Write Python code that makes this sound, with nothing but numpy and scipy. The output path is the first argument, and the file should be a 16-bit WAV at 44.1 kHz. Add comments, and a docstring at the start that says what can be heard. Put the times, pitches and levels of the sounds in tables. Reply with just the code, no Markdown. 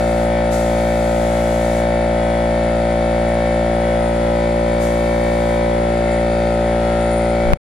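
"""A small piston compressor drones in a garage, 58 strokes a second: a sum of shaft orders and a valve-slap waveform.
Resonant bands rattle on each stroke; its cooling air is shaped noise. A painter leaning over a car shifts the
room's standing waves, screens the compressor and echoes it. His spray gun gives short bursts of turbulent noise.
Footfalls rock the microphone mount; a knock rings the microphone housing, and the sound breaks off."""
import sys
import numpy as np
from scipy import signal
from scipy.fft import rfft, irfft
from scipy.io import wavfile

SR = 44100
rng = np.random.default_rng(int(sys.argv[2]) if len(sys.argv) > 2 else 0)


def wav_record(signal):
    """Record a signal, one row per channel, as 16-bit PCM in the file named by sys.argv[1]."""
    frames = np.transpose(np.atleast_2d(signal))
    bounded = np.clip(frames, -1, 1)
    # unit amplitude maps onto the largest positive 16-bit level
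    quanta = np.round(bounded * 32767).astype(np.int16)
    wavfile.write(sys.argv[1], SR, quanta)


N = 336038
TIME = np.arange(N) / SR
CUTOFF_HZ = 15500
SOUND_M_PER_S = 343

# strong multiples of the shaft speed: order, rms level/dB before the left-right lean and the painter
SHAFT_ORDERS = [(1, -24), (2, -31.5), (3, -27), (4, -26.5), (5, -35.5), (6, -29), (7, -35.5), (8, -39),
                (9, -25), (10, -21.5), (11, -27.5), (12, -31.5), (13, -29), (14, -34.5), (15, -35.5),
                (16, -37.5), (17, -43.5), (18, -50.5), (19, -47), (20, -54), (21, -55.5), (22, -42.5),
                (23, -42.5), (24, -42.5), (25, -47), (26, -43.5), (27, -58), (28, -47), (29, -56.5),
                (30, -60), (31, -39.5), (32, -46.5), (34, -44.5), (38, -43.5), (39, -41), (41, -53.5),
                (45, -48.5), (50, -54), (52, -68), (59, -52.5), (63, -53), (64, -52), (77, -54.5),
                (81, -53)]
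# correlation of the compressor's sound at the two ears: f/Hz, correlation (-1 to 1)
EAR_CORRELATION = [(60, 0.89), (300, 1), (500, 1), (800, 0.53), (1200, 0.37), (3300, 0.78), (5500, 0.11),
                   (9000, -0.61), (15000, 0.041)]
STROKE_AT = .531   # point in each turn when the exhaust valve opens (turns)


def from_db(db):
    """A level in decibels is twenty times the logarithm of an amplitude ratio."""
    return 10 ** (np.asarray(db) / 20)


def rms_one(x):
    """Dividing by the root mean square gives unit effective value."""
    return x / np.sqrt(np.mean(x ** 2) + 1e-20)


def in_time(rows):
    """Linear interpolation turns each column of a time table into a curve, sample by sample."""
    s, *columns = np.transpose(rows)
    return [np.interp(TIME, s, column) for column in columns]


def at_hz(points, hz):
    """A spectrum is interpolated on a logarithmic frequency axis."""
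    table_hz, values = np.array(points)[:, 0], np.array(points)[:, 1]
    return np.interp(np.log(np.maximum(hz, 1)), np.log(table_hz), values)


def ramp(start, length):
    """A linear transition rises from 0 to 1 (start and length in s)."""
    return np.clip((TIME - start) / length, 0, 1)


def drift(rate):
    """White noise through a two-pole low-pass at rate (Hz) wanders slowly, with spread 1."""
    step = 40   # samples per point of the slow signal
    pole = np.exp(-2 * np.pi * rate * step / SR)
    noise = rng.standard_normal(N // step + 2002)
    slow = signal.lfilter([1], [1, -2 * pole, pole * pole], noise)[2000:]   # without the onset
    return np.interp(np.arange(N) / step, np.arange(len(slow)), rms_one(slow))


def two_ears(mid, side, likeness):
    """Sum and difference of two uncorrelated signals give a prescribed interaural correlation."""
    alike = np.clip(likeness, -1, 1)
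    mid = np.sqrt((1 + alike) / 2) * mid
    side = np.sqrt((1 - alike) / 2) * side
    return np.array([mid + side, mid - side])


def ear_gains(lean_db):
    """An interaural level difference is shared equally: half up on the left, half down on the right."""
    return from_db(np.outer([1, -1], lean_db) / 2)


def compressor_gains(hz):
    """The interaural level difference of the compressor varies with frequency."""
    # level difference between the ears: f/Hz, left minus right/dB
    level_difference = [(60, 1), (115, -.8), (230, 0), (350, .3), (520, .5), (600, 3.3), (1200, 5.5),
                        (1900, 4), (3300, 2.5), (5500, 0), (9000, -1), (15000, .5)]
    return ear_gains(at_hz(level_difference, hz))


def air_noise(spectrum, likeness):
    """Turbulence is random noise with a prescribed spectral density (dB per Hz) and interaural correlation."""
    # level difference of moving air between the ears: f/Hz, left minus right/dB
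    air_difference = [(60, -2), (150, -1.5), (450, -2), (800, 3.5), (1300, 7.5), (3000, 3), (6000, 0),
                      (12000, 0)]
    hz = np.fft.rfftfreq(N, 1 / SR)
    ears = two_ears(*rfft(rng.standard_normal((2, N))), at_hz(likeness, hz))
    shaped = ears * ear_gains(at_hz(air_difference, hz)) * from_db(at_hz(spectrum, hz))
    return irfft(shaped, N) * np.sqrt(SR / 2)


def in_shadow():
    """Acoustic shadow: how fully the painter's body screens the compressor, 0-1."""
    enters_s, leaves_s, crossing_s = 4.15, 5.93, .32
    entering = ramp(enters_s - crossing_s / 2, crossing_s)
    leaving = ramp(leaves_s - crossing_s / 2, crossing_s)
    return entering - leaving


def body_echo():
    """Reflection with a changing path: strength (0-1) and delay (s) of the echo off the moving painter."""
    # the painter's moves: start t/s, end t/s, extra path at start/m, path change/(m/s)
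    body_moves = [(2.4, 4.4, 3.1, -1.62), (5.3, 6.3, .44, .8)]
    strength, delay = np.zeros(N), np.zeros(N)
    for start, end, path_m, m_per_s in body_moves:
        strength += np.sin(np.pi * ramp(start, end - start) ** 2)
        extra_m = np.maximum(path_m + m_per_s * (TIME - start), 0)
        delay = np.where(TIME > start, extra_m / SOUND_M_PER_S, delay)
    return strength, delay


def shaft_turns():
    """Rotation is the integral of speed; motor slip behind the mains makes it hunt at twice the slip."""
    # compressor shaft speed before unevenness and hunting: t/s, speed/(turns per s)
    shaft_speed = [(0, 58.01), (1.2, 58.0), (4, 58.03), (7.4, 58.065)]
    mains_hz, hunt_turns = 60, .0013
    speed, = in_time(shaft_speed)
    turns = np.cumsum(speed) / SR + .0003 * drift(23)   # the shaft runs slightly unevenly
    return turns + hunt_turns * np.sin(2 * np.pi * 2 * (mains_hz * TIME - turns))


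def drone(turns, waver, right_lag_s, count=16):
    """Fourier synthesis of the low orders: resonant phase lag spreads each stroke, standing waves shift them."""
    # resonances of room, tank and pump head that ring on after a stroke: f/Hz, width/Hz
    resonances = [(30, 311), (114.4, 12), (251, 12.4), (527, 40)]
    # orders on standing waves: order, gain fully bent/dB, gain in shadow/dB (both before
    # the swell is set to unit rms), body echo/dB
    standing_waves = [(5, -1.7, 1.6, -14), (6, 1.6, .4, -17), (7, 7, -.4, -17), (8, -.5, 1.9, -10),
                      (9, -.9, .9, -11), (10, .9, .3, -26), (11, -4, -4.2, -14), (12, -1.2, -2.4, -11),
                      (13, .5, -3.4, -18), (14, 1.3, 5.5, -12), (15, -1.6, -7.1, -12), (16, 0, 2.7, -13)]
    bend_from_s, bend_to_s = 1.8, 6.7   # the painter bends ever further over the car
    out, shaft_hz = np.zeros((2, N)), turns[-1] / TIME[-1]
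    standing = {order: gains for order, *gains in standing_waves}
    bent, shadow = ramp(bend_from_s, bend_to_s - bend_from_s), in_shadow()
    moving, echo_s = body_echo()
    for k, (_, level_db) in enumerate(SHAFT_ORDERS[:count], 1):
        hz, height = k * shaft_hz, k / count
        lag = sum(2 * np.arctan2(width * hz, ring_hz ** 2 - hz ** 2) for ring_hz, width in resonances)
        bent_db, shadow_db, echo_db = standing.get(k, (0, 0, -np.inf))   # the longest waves pass him by
        swell = rms_one(from_db(bent_db * bent + shadow_db * shadow))
        angle = 2 * np.pi * k * (turns - STROKE_AT) - lag + waver * height * drift(0.46)
        # short waves go the long way round the painter to the right ear
        detour_angle = np.pi * hz * right_lag_s * (1 + shadow / 2) * height ** 2
        between_ears = detour_angle + waver * height / 2 * drift(0.99)
        angle = angle + np.outer([1, -1], between_ears)
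        echo = from_db(echo_db) * moving * np.cos(angle - 2 * np.pi * hz * echo_s)
        wave = np.cos(angle) + echo
        out += np.sqrt(2) * from_db(level_db) * swell * compressor_gains(hz) * wave
    return out


def buzz(turns, shifting, scatter_hz, count=16, size=4096):
    """A periodic valve slap has high harmonics; diffuse scattering randomizes their phase toward the treble."""
    # weaker orders, each then varied at random by 4 dB: f/Hz, rms level of one order/dB
    weak_orders = [(1900, -53.5), (2500, -60), (3600, -62.5), (5000, -67), (6300, -71.5), (7250, -67),
                   (8300, -77.5), (9250, -61), (10300, -73), (11000, -92.5)]
    orders = np.arange(size // 2 + 1)
    hz = orders * turns[-1] / TIME[-1]
    level_db = at_hz(weak_orders, hz) + rng.normal(0, 4.0, len(hz))
    for order, db in SHAFT_ORDERS:
        level_db[round(order)] = db
    in_band = (orders > count) * (hz < CUTOFF_HZ)
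    spectrum = from_db(level_db) * compressor_gains(hz) * in_band * size / np.sqrt(2)
    apart = np.arccos(np.clip(at_hz(EAR_CORRELATION, hz), -1, 1))   # phase between the ears
    out = np.zeros((2, N))
    # the direct slap, and three diffuse echoes that come and go slowly
    paths = [(0.9, (hz / scatter_hz) ** 2)] + [(shifting * drift(2.2), np.pi) for _ in range(3)]
    for weight, scatter in paths:
        angle = scatter * rng.standard_normal(len(hz)) - 2 * np.pi * orders * STROKE_AT
        ears = np.outer([.5, -.5], apart * rng.choice([-1, 1], len(hz)))
        cycles = irfft(spectrum * np.exp(1j * (angle + ears)))
        # one stored cycle per ear is read at the shaft's position
        out += weight * np.array([np.interp(turns % 1 * size, np.arange(size), c) for c in cycles])
    return out / np.sqrt(1 + 3 * shifting ** 2)


def band_pass(x, hz, width):
    """A first-order resonant band passes its centre unchanged."""
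    band = signal.butter(1, [hz - width / 2, hz + width / 2], "band", fs=SR, output="sos")
    return signal.sosfilt(band, x)


def rattle(turns, throb, uneven_db, flutter_db):
    """Forced resonance: stroke-pulsed noise rings valve reeds and housing in narrow bands, harder in fits."""
    # valve and housing bands: f/Hz, width/Hz, rms level/dB before rest trim, fits and lean, ear correlation
    rattle_bands = [(1850, 120, -48, 0.39), (2065, 174, -42.5, 0.87), (7230, 170, -51, -0.64),
                    (9100, 210, -50.5, -0.17), (9430, 490, -51, -0.21)]
    # fits of rattling: t/s, half length to 1/e/s, rise toward the low bands/dB, rise of the top band/dB
    rattle_fits = [(4.07, 0.073, -1, 5.5), (6.148, .07, 6, 5), (7.143, 0.14, 0.5, 11.5)]
    rest_db = -2.1   # trim of the top band, less for lower ones
    out = np.zeros((2, N))
    pulse = 1 + throb * np.cos(2 * np.pi * (turns - .88))
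    shake = rms_one(pulse * from_db(uneven_db * drift(45)))
    for hz, width, level_db, likeness in rattle_bands:
        height = hz / rattle_bands[-1][0]
        flutter = from_db(flutter_db * height * drift(13))
        kicks = shake * flutter * two_ears(*rng.standard_normal((2, N)), likeness)
        ringing = rms_one(band_pass(band_pass(kicks, hz, width), hz, width))
        fits_db = sum((low_db + (high_db - low_db) * height ** 2) * np.exp(-((TIME - s) / length) ** 2)
                      for s, length, low_db, high_db in rattle_fits)
        out += from_db(level_db + rest_db * height + fits_db) * compressor_gains(hz) * ringing
    return out


def rush(turns, throb):
    """Amplitude modulation: the turbulence of cooling and intake air pulses with the piston."""
    # spectral density before ear lean and pulsing: f/Hz, level/dB per Hz
    cooling_air = [(30, -70.5), (100, -65.5), (300, -68.5), (550, -64), (800, -67), (1100, -72.5),
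                   (1700, -70.5), (2500, -78.5), (3700, -78), (5000, -82), (6000, -86), (9500, -85),
                   (10800, -100), (11900, -94), (13200, -104), (15500, -108)]
    return air_noise(cooling_air, EAR_CORRELATION) * (1 + throb * np.cos(2 * np.pi * (turns - .6)))


def round_painter(x):
    """Interference: waves passing either side of the body add up in one band and cancel in the next."""
    # bands the detour lifts or cancels: f/Hz, width/Hz, gain in full shadow/dB
    detour_bands = [(1010, 125, 4.5), (1450, 280, -2.5)]
    shadow = in_shadow()
    out = x
    for hz, width, gain_db in detour_bands:
        out = out + (from_db(gain_db * shadow) - 1) * band_pass(x, hz, width)
    return out


def near_echo(x, low_hz, left_s, right_s):
    """Reflection: a small surface returns only short waves, later to one ear than to the other."""
    # a surface nearing the microphone: t/s, echo level/dB
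    nearing_surface = [(6.7, -34), (7.05, -20), (7.3, -11), (7.53, -8)]
    bright = signal.sosfilt(signal.butter(2, [low_hz, 5000], "band", fs=SR, output="sos"), x)
    late = [np.interp(TIME - delay, TIME, ear) for delay, ear in zip((left_s, right_s), bright)]
    return from_db(in_time(nearing_surface)[0]) * np.array(late)


def spray_gun(flutter_db, likeness):
    """Jet noise: stored pressure spits out as the trigger opens, then the jet settles to a smooth hiss."""
    # spectral density before the trigger gains: f/Hz, level/dB per Hz
    jet_spectrum = [(1000, -90), (3000, -83), (5000, -82.5), (7000, -78), (9000, -81.5), (11500, -84.5),
                    (13000, -90), (15000, -100)]
    # trigger pulls: opens t/s, closes t/s, initial jet gain/dB, opening spit gain/dB
    trigger_pulls = [(-.5, .23, -4.5, 4), (0.498, 1.79, -2, 4.5), (4.789, 5.55, -8.5, 3)]
    open_s, spit_s = 0.038, 0.076   # valve opening time, decay time of the spit
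    regain_db_per_s, release_db_per_s = 2.4, 170   # jet regains pressure, hiss fades once shut
    air = np.zeros(N)
    for opens, closes, jet_db, spit_db in trigger_pulls:
        age = np.clip(TIME - opens - open_s, 0, closes - opens)
        valve = ramp(opens, open_s) * from_db(-release_db_per_s * np.maximum(TIME - closes, 0))
        jet = from_db(jet_db + regain_db_per_s * age)
        spit = from_db(spit_db) * np.exp(-age / spit_s)
        air += valve * (jet + spit)
    return air_noise(jet_spectrum, [(1000, likeness)]) * air * from_db(flutter_db * drift(22))


def footfalls(mount_hz):
    """Structure-borne shock: each step through the floor rocks the microphone mount at its own low note."""
    # footfalls: t/s, peak level/dB, half length to 1/e/s
    floor_steps = [(4.0, -33, .05), (6.36, -37, .055), (6.95, -35, .06), (7.51, -14, .055)]
    rocking = sum(from_db(db) * np.exp(-((TIME - s) / length) ** 2) for s, db, length in floor_steps)
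    ear_phase = np.array([[0], [1]])   # radians
    return rocking * np.sin(2 * np.pi * mount_hz * TIME + ear_phase)


def knock():
    """Damped modes: the struck housing flexes, pushing the two microphones in opposite directions."""
    # modes of the housing: f/Hz, starting level/dB, 60 dB decay time/s, right amplitude relative to left
    housing_modes = [(1040, 15, 0.0037, -0.36), (132, 10, 0.039, -0.19), (3300, -21, .003, -0.4)]
    age = np.maximum(TIME - 7.5344, 0)   # s since the knock
    out = np.zeros((2, N))
    for hz, db, t60, right in housing_modes:
        mode = from_db(db - 60 * np.minimum(age / t60, 2)) * np.sin(2 * np.pi * hz * age)
        out += np.outer([1, right], mode)
    return out


def scene():
    """Superposition: the compressor across the garage, the spray gun, and bumps on the microphone."""
    turns = shaft_turns()
    compressor = drone(turns, waver=0.44, right_lag_s=0.00029)
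    compressor += round_painter(buzz(turns, shifting=0.22, scatter_hz=1105))
    compressor += rattle(turns, throb=.4, uneven_db=1.5, flutter_db=2.0)
    compressor += rush(turns, throb=0.16)
    compressor += near_echo(compressor, low_hz=1190, left_s=0.00089, right_s=0.00094)
    return compressor + spray_gun(flutter_db=-0.1, likeness=0.16) + footfalls(mount_hz=27.9) + knock()


def record(dry):
    """Clipping and band limiting: the level drops, then silence; peaks are clipped and the top is cut."""
    drop_at_s, drop_s, drop_db, silent_at_s = 7.535, 0.0073, -17, 7.572
    fade = from_db(drop_db * ramp(drop_at_s, drop_s)) * (1 - ramp(silent_at_s, .002))
    sound = np.clip(dry * fade, -1, 1)
    return signal.sosfilt(signal.ellip(10, .2, 80, CUTOFF_HZ, fs=SR, output="sos"), sound)


dry = scene()
out = record(dry)
wav_record(out)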